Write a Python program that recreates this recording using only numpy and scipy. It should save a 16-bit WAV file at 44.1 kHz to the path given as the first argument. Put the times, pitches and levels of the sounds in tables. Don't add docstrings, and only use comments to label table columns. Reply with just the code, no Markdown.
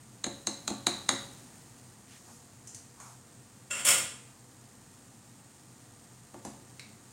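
import sys
import numpy as np
from scipy import signal
from scipy.fft import rfft, irfft, next_fast_len
from scipy.io import wavfile

SR = 44100
rng = np.random.default_rng(int(sys.argv[2]) if len(sys.argv) > 2 else 0)


def unload_audio(sound):
    columns = np.transpose(np.atleast_2d(sound))
    steps = np.round(np.clip(columns, -1, 1) * 32767)
    wavfile.write(sys.argv[1], SR, steps.astype(np.int16))


N = 314059
T = np.arange(SR) / SR

# f/Hz, t60/s
ROOM_DECAY = [(100, 0.64), (500, 0.54), (2000, 0.46), (5000, 0.6), (8000, 0.31), (15000, 0.28)]
CUTOFF_HZ = 15900

# f/Hz, level/dB per Hz
FLAME_COLOUR = [(20, -28), (40, -28), (50, -8.5), (80, -17), (110, -3), (155, -8.5), (230, -4),
                (400, -14.5), (600, -19), (800, -16), (1100, -20), (1800, -22.5), (4000, -37.5),
                (8000, -53)]
# f/Hz, level/dB per Hz
SIZZLE_COLOUR = [(1000, -23.5), (2500, -7.5), (3600, -7), (4400, -5), (5800, -4.5), (6800, 0.5),
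                 (7900, -3.5), (8250, 0.5), (9200, -2), (10500, -9), (12500, -13.5), (16000, -15.5)]
# f/Hz, level/dB, width/Hz
LOW_HUM = [(95.4, -69, 2.7), (124.3, -61, 4.9)]
# f/Hz, level/dB, width/Hz
POT_AIR_BANDS = [(484.4, -75.5, 9.4), (541, -85, 15), (702, -77.5, 18), (904, -77.5, 37), (1184, -76.5, 46),
                 (1396, -84, 32), (1870, -78, 67), (7230, -68.5, 930), (8276, -70, 37)]
FLAME_DB, SIZZLE_DB = -58.5, -61
FLARE_FLAME_DB, FLARE_SIZZLE_DB, SETTLE_S = -55, -56.5, 0.24

# middle t/s, half length/s, level/dB, f/Hz, filter width/Hz
SLIDES = [(2.134, .09, -59, 1650, 3580), (2.303, .045, -57.5, 760, 700), (3.06, .135, -57, 980, 500)]
RUB_HISS_DB, RUB_HISS_LAG_S, RUB_HISS_HALF_S = -0.8, 0.022, .15
RUB_HISS_HZ, RUB_HISS_WIDTH_HZ = 6600, 6000
STIR_S, STROKE_S, STIR_DB, STIR_HZ, STIR_WIDTH_HZ = 6.5, .215, -62.5, 205, 190

# t/s, level/dB, body f/Hz, ring f/Hz, relative ringing level/dB, room level/dB
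CUTLERY_CLINKS = [(2.672, -24.5, 6200, 7200, -1, 6), (2.746, -18, 6400, 8300, -2, 2.5),
                  (3.0002, -26.5, 950, 6300, 4, 6.5), (6.343, -49.5, 480, 840, 23, -6.5),
                  (6.4496, -14.5, 564, 850, -5, 1), (6.795, -23.5, 2350, 4000, 7.5, -1.5)]
# f/Hz, level/dB
TICK_COLOUR = [(200, -4), (1000, -12), (3000, -12), (7500, 1), (11000, -7.5), (16000, -40)]

# f/Hz, relative level/dB, t60/s
POT_MODES = [(212, -39, .42), (266, -45, .3), (282, -45, .4), (335, -45, .16), (360, -42, .22),
             (473, -54, .3), (555, -47.5, .58), (712, -49, .24), (889, -53, .57), (1102, -56, .35),
             (1160, -53, .42), (1422, -59, .4), (1720, -60, .35), (2089, -63, .45)]
# f/Hz, level/dB
POT_THUD_COLOUR = [(30, -7), (90, 7.5), (160, 5), (330, 15.5), (480, 2.5), (800, 9.5), (1300, -22.5),
                   (2500, -60), (16000, -54)]
# t/s, level/dB, upper modes against the lowest/dB
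SPOON_HITS = [(6.342, -15.5, 4), (6.451, -4, -5.5)]
TAP_SHAKE_DB, TAP_UPPER_DB, DROP_UPPER_DB = -11, 6.5, -2.5

# t/s, level/dB, relative treble level/dB, relative level of the blade's own ring/dB
SINK_LANDINGS = [(3.707, -9, -3.5, 14), (3.849, -4, 10, -8)]
# f/Hz, width/Hz
BLADE_RINGS = [(2700, 67), (7300, 380)]
# f/Hz, level/dB
BASIN_COLOUR = [(60, -24), (300, -2.5), (520, 3), (850, 2), (1300, 9.5), (1600, 9), (2800, 11.5),
                (4100, 0.5), (6200, 5), (7400, 12.5), (8500, 13), (10000, 6.5), (12000, -0.5), (16000, -4)]
# f/Hz, width/Hz, gain (linear)
BASIN_CLUSTERS = [(520, 460, 0.99), (1437, 18, 1.5), (2170, 49, 0.64), (3235, 170, 1.1), (4600, 110, 1.3),
                  (5400, 86, 2.4)]
# f/Hz, relative level/dB, t60/s
BASIN_MODES = [(125, -53, 1.2), (212, -54, .6), (545, -41, .45), (1195, -43, .55), (1290, -44, .45),
               (1426, -37, .42), (1814, -43, .4), (1982, -41, .45), (2179, -40, .5), (2622, -41, .48),
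               (2646, -42, .4), (2790, -43, .45), (3005, -43, .5), (3278, -43, .54), (3352, -44, .5),
               (4522, -50, .44), (5471, -43, .32), (5529, -46, .32), (6912, -43, .3), (7092, -39, .4),
               (7355, -38, .42), (7458, -38, .45), (8146, -40, .45), (8203, -39, .44), (8308, -39, .4),
               (8379, -38, .38), (8715, -38, .35), (8918, -40, .35), (9455, -40, .3), (9826, -43, .36)]
LANDING_CONTACT_S = 0.052
LANDING_GRAZE_S, LANDING_GRAZE_DB = .0045, -14
SKID_GAP_S, SKID_DB, SKID_GAIN_DB, SKID_CONTACT_S = 0.021, -14, 0.8, 0.088
CLATTER_S, CLATTER_GAP_S, CLATTER_SLOWING = 3.864, .008, 1.55
CLATTER_DB, CLATTER_BUILD_DB, CLATTER_LOSS_DB, CLATTER_CONTACT_S = 1.5, 2, 3.5, 0.066
RUMBLE_S, RUMBLE_HALF_S, RUMBLE_DB, RUMBLE_HZ, RUMBLE_WIDTH_HZ = 3.94, .33, -53, 100, 200

# t/s, force level/dB, extra clack at 1-2 kHz/dB, drops back after/s, drop level/dB
RIM_TAPS = [(0.2417, -2.5, 1, .024, -3), (0.4705, 0.5, -4, .012, -8.5), (0.6782, -1, 0.3, .025, -2),
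            (0.8682, 6, -1, 0.023, -8.5), (1.0908, 6, 4, 0.032, -3.5)]
# f/Hz, level/dB
RIM_COLOUR = [(60, -22), (300, -18), (600, -2.5), (1250, 3), (2000, -1), (3000, -5.5), (4400, -4),
              (5300, -11.5), (7400, 0), (9600, -10), (11200, -16), (12500, -30), (16000, -37)]
# f/Hz, relative level/dB, t60/s
SPATULA_RINGS = [(3765, -37, .03), (3850, -35, .035), (3990, -33, .03), (4230, -30, .01), (6400, -35, .012),
                 (6540, -29, .02), (6800, -31, .012), (7180, -36, .018), (8170, -39, .03),
                 (9420, -37, .012)]
TAP_CONTACT_S = 0.024
RETOUCH_DB = -11


def from_db(db):
    return 10 ** (np.asarray(db) / 20)


def rms_one(x):
    return x / np.sqrt(np.mean(x ** 2) + 1e-20)


def add(out, s, sound):
    start = int(s * SR)
    out[start:start + len(sound)] += sound[:N - start]


def at_hz(points, hz):
    known_hz, values = np.transpose(points)
    return np.interp(np.log(hz + 1), np.log(known_hz), values)


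def colour(x, spectrum):
    n = 2 * next_fast_len(len(x) // 2 + 2048)
    hz = np.arange(n // 2 + 1) * SR / n
    cepstrum = irfft(np.log(from_db(at_hz(spectrum, hz))))
    cepstrum[1:n // 2] *= 2
    cepstrum[n // 2 + 1:] = 0
    return irfft(rfft(x, n) * np.exp(rfft(cepstrum)))[:len(x)]


def resonate(x, hz, width):
    r = np.exp(-np.pi * width / SR)
    zeros = np.array([1, 0, -1]) * (1 - r * r) / 2
    poles = [1, -2 * r * np.cos(2 * np.pi * hz / SR), r * r]
    return signal.lfilter(zeros, poles, x + 1e-18)


def fade(t60):
    return np.exp(-np.log(1000) * np.minimum(T / max(t60, 1e-4), 10))


def sine(hz):
    return np.sin(2 * np.pi * (hz * T + rng.random()))


def ring(modes):
    return sum(from_db(db) * fade(t60) * sine(hz) for hz, db, t60 in modes)


def contact(t60):
    burst = rng.standard_normal(SR) * fade(t60)
    burst = irfft(np.exp(1j * np.angle(rfft(burst))), SR) * fade(2 * t60)
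    return rms_one(burst * (1 - fade(t60 / 4))) / np.sqrt(SR)


def friction(s, half_s, db, hz, width):
    out = np.zeros(N)
    rub = rng.standard_normal(SR)[:int(2 * half_s * SR)]
    rub = resonate(resonate(rub, hz, width), hz, width)
    add(out, s - half_s, from_db(db) * rms_one(rub) * np.hanning(len(rub)))
    return out


def kitchen(x, build_s):
    edges, tail = np.geomspace(50, 18000, 10), 0
    for low, high in zip(edges, edges[1:]):
        band_filter = signal.butter(2, [low, high], "band", fs=SR, output="sos")
        band = signal.sosfilt(band_filter, rng.standard_normal(SR))
        tail = tail + band * fade(at_hz(ROOM_DECAY, np.sqrt(low * high)))
    tail = rms_one(tail * (1 - fade(build_s))) / np.sqrt(SR)
    return signal.fftconvolve(x, tail)[:N]


def pot_blows():
    taps = [(s, force_db + TAP_SHAKE_DB, TAP_UPPER_DB) for s, force_db, *_ in RIM_TAPS]
    drops = [(s + after_s, drop_db, DROP_UPPER_DB) for s, _, _, after_s, drop_db in RIM_TAPS]
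    return taps + drops + list(SPOON_HITS)


def agitation():
    jolts = np.zeros(N)
    for s, db, upper_db in pot_blows():
        jolts[int(s * SR)] += from_db(db + upper_db) ** 2
    return signal.lfilter([1], [1, -np.exp(-1 / (SETTLE_S * SR))], jolts)


def stove(pops_per_s=5000, pop_spread_db=4.0, hiss_share=0.77):
    flare = np.sqrt(agitation())
    flame_level = np.hypot(from_db(FLAME_DB), from_db(FLARE_FLAME_DB) * flare)
    flame = flame_level * rms_one(colour(rng.standard_normal(N), FLAME_COLOUR))
    tones = np.zeros(N)
    for hz, db, width in list(LOW_HUM) + list(POT_AIR_BANDS):
        tone = resonate(rng.standard_normal(N + SR), hz, width)[SR:]
        tones += from_db(db) * rms_one(tone)
    sizes = from_db(pop_spread_db * np.minimum(rng.exponential(1, N), 4.5)) * rng.choice([-1, 1], N)
    pops = rms_one(sizes * (rng.random(N) < pops_per_s / SR))
    sizzle = rms_one(colour(pops + hiss_share * rng.standard_normal(N), SIZZLE_COLOUR))
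    sizzle_level = np.hypot(from_db(SIZZLE_DB), from_db(FLARE_SIZZLE_DB) * flare)
    return flame + tones + sizzle_level * sizzle


def handling(count=3):
    out = np.zeros(N)
    for s, half_s, db, hz, width in SLIDES:
        out += friction(s, half_s, db, hz, width)
        out += friction(s + RUB_HISS_LAG_S, RUB_HISS_HALF_S, db + RUB_HISS_DB,
                        RUB_HISS_HZ, RUB_HISS_WIDTH_HZ)
    for k in range(count):
        out += friction(STIR_S + k * STROKE_S, STROKE_S, STIR_DB, STIR_HZ, STIR_WIDTH_HZ)
    return out


def cutlery(tick_t60=0.022, width_hz=650):
    direct, to_walls = np.zeros(N), np.zeros(N)
    for s, db, body_hz, ring_hz, ringing_db, room_db in CUTLERY_CLINKS:
        tick = contact(tick_t60)
        rings = resonate(tick, body_hz, width_hz) + resonate(tick, ring_hz, width_hz)
        clink = from_db(db) * (colour(tick, TICK_COLOUR) + 2 * from_db(ringing_db) * rings)
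        add(direct, s, clink)
        add(to_walls, s, from_db(room_db) * clink)
    return direct + kitchen(to_walls, build_s=0.003)


def pot_bumps(thud_t60=0.14, ring_db=4.0, room_db=-11):
    out = np.zeros(N)
    for s, db, upper_db in pot_blows():
        body = from_db(ring_db) * ring(POT_MODES) + colour(contact(thud_t60), POT_THUD_COLOUR)
        add(out, s, colour(body, [(220, db), (900, db + upper_db), (4000, db + upper_db)]))
    return out + from_db(room_db) * kitchen(out, build_s=0.043)


def skid(treble_db=-2.0, blade_db=0.0, count=4):
    first_s = SINK_LANDINGS[0][0]
    return [(first_s + SKID_GAP_S * (k + 1), SKID_DB + SKID_GAIN_DB * k, SKID_CONTACT_S,
             treble_db, blade_db) for k in range(count)]


def clatter(treble_db=6.5, blade_db=-14, count=6):
    s, touches = CLATTER_S, []
    for k in range(count):
        db = CLATTER_DB - max(CLATTER_BUILD_DB * (2 - k), CLATTER_LOSS_DB * (k - 2))
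        touches.append((s, db, CLATTER_CONTACT_S, treble_db, blade_db))
        s += CLATTER_GAP_S * CLATTER_SLOWING ** k
    return touches


def blows_into_modes(blows, pitches_hz, gains, t60):
    energy = signal.lfilter([1], [1, -from_db(-120 / (t60 * SR))], blows)
    return np.sqrt(energy) * sum(gain * sine(hz) for hz, gain in zip(pitches_hz, gains))


def sink_clang(direct_db=-9, room_db=-5.5, ring_db=-2.5, lesser_db=-61, touch_s=0.0072, count=70):
    crash, blows = np.zeros(2 * SR), np.zeros(SR)
    first_s = SINK_LANDINGS[0][0] - LANDING_GRAZE_S
    landings = [(s, db, LANDING_CONTACT_S, treble_db, blade_db)
                for s, db, treble_db, blade_db in SINK_LANDINGS]
    grazes = [(s - LANDING_GRAZE_S, db + LANDING_GRAZE_DB, *rest) for s, db, *rest in landings]
    for s, db, t60, treble_db, blade_db in grazes + landings + skid() + clatter():
        hit = colour(contact(t60) * (1 - fade(touch_s)), [(2000, db), (9000, db + treble_db)])
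        blade = sum(resonate(hit, hz, width) for hz, width in BLADE_RINGS)
        add(crash, s - first_s, hit + from_db(blade_db) * blade)
        blows[int((s - first_s) * SR)] += from_db(db) ** 2
    crash = colour(crash, BASIN_COLOUR)
    crash = crash + sum(gain * resonate(crash, hz, width) for hz, width, gain in BASIN_CLUSTERS)
    strong = sum(blows_into_modes(blows, [hz], [from_db(db)], t60) for hz, db, t60 in BASIN_MODES)
    pitches = 450 + 10000 * (np.arange(count) + rng.random(count)) / count
    lesser_gains = from_db(lesser_db + at_hz(BASIN_COLOUR, pitches))
    lesser = blows_into_modes(blows, pitches, lesser_gains, t60=0.7)
    out = friction(RUMBLE_S, RUMBLE_HALF_S, RUMBLE_DB, RUMBLE_HZ, RUMBLE_WIDTH_HZ)
    add(out, first_s, from_db(direct_db) * crash)
    add(out, first_s, from_db(room_db) * kitchen(crash, build_s=0.0054))
    add(out, first_s, from_db(ring_db) * strong + lesser)
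    return out


def rim_taps(graze_db=-19, graze_s=0.0034, rings_db=4.5, variety_db=2.36, room_db=-6.0):
    out = np.zeros(N)
    hits = [(s, force_db, clack_db) for s, force_db, clack_db, _, _ in RIM_TAPS]
    retouches = [(s + after_s, drop_db + RETOUCH_DB, 0) for s, _, _, after_s, drop_db in RIM_TAPS]
    for s, force_db, clack_db in hits + retouches:
        modes = []
        for hz, db, t60 in SPATULA_RINGS:
            detune, change = rng.standard_normal(2)
            modes.append((hz * (1 + .003 * detune), db + rings_db + variety_db * change, t60))
        blow = colour(contact(TAP_CONTACT_S), RIM_COLOUR) + ring(modes)
        clack = [(300, 0), (1100, clack_db), (1900, clack_db), (4500, 0)]
        blow = from_db(force_db) * colour(blow, clack)
        add(out, s, blow)
        add(out, s - graze_s, from_db(graze_db) * blow)
    return out + from_db(room_db) * kitchen(out, build_s=0.0031)


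def scene():
    return (stove() + handling() + cutlery() + pot_bumps() + sink_clang() + rim_taps())[None]


def record(dry, low_cut_hz=46):
    bass_cut = signal.butter(2, low_cut_hz, "high", fs=SR, output="sos")
    top_cut = signal.ellip(12, .1, 80, CUTOFF_HZ, fs=SR, output="sos")
    return signal.sosfilt(top_cut, signal.sosfilt(bass_cut, dry))


dry = scene()
out = record(dry)
unload_audio(out)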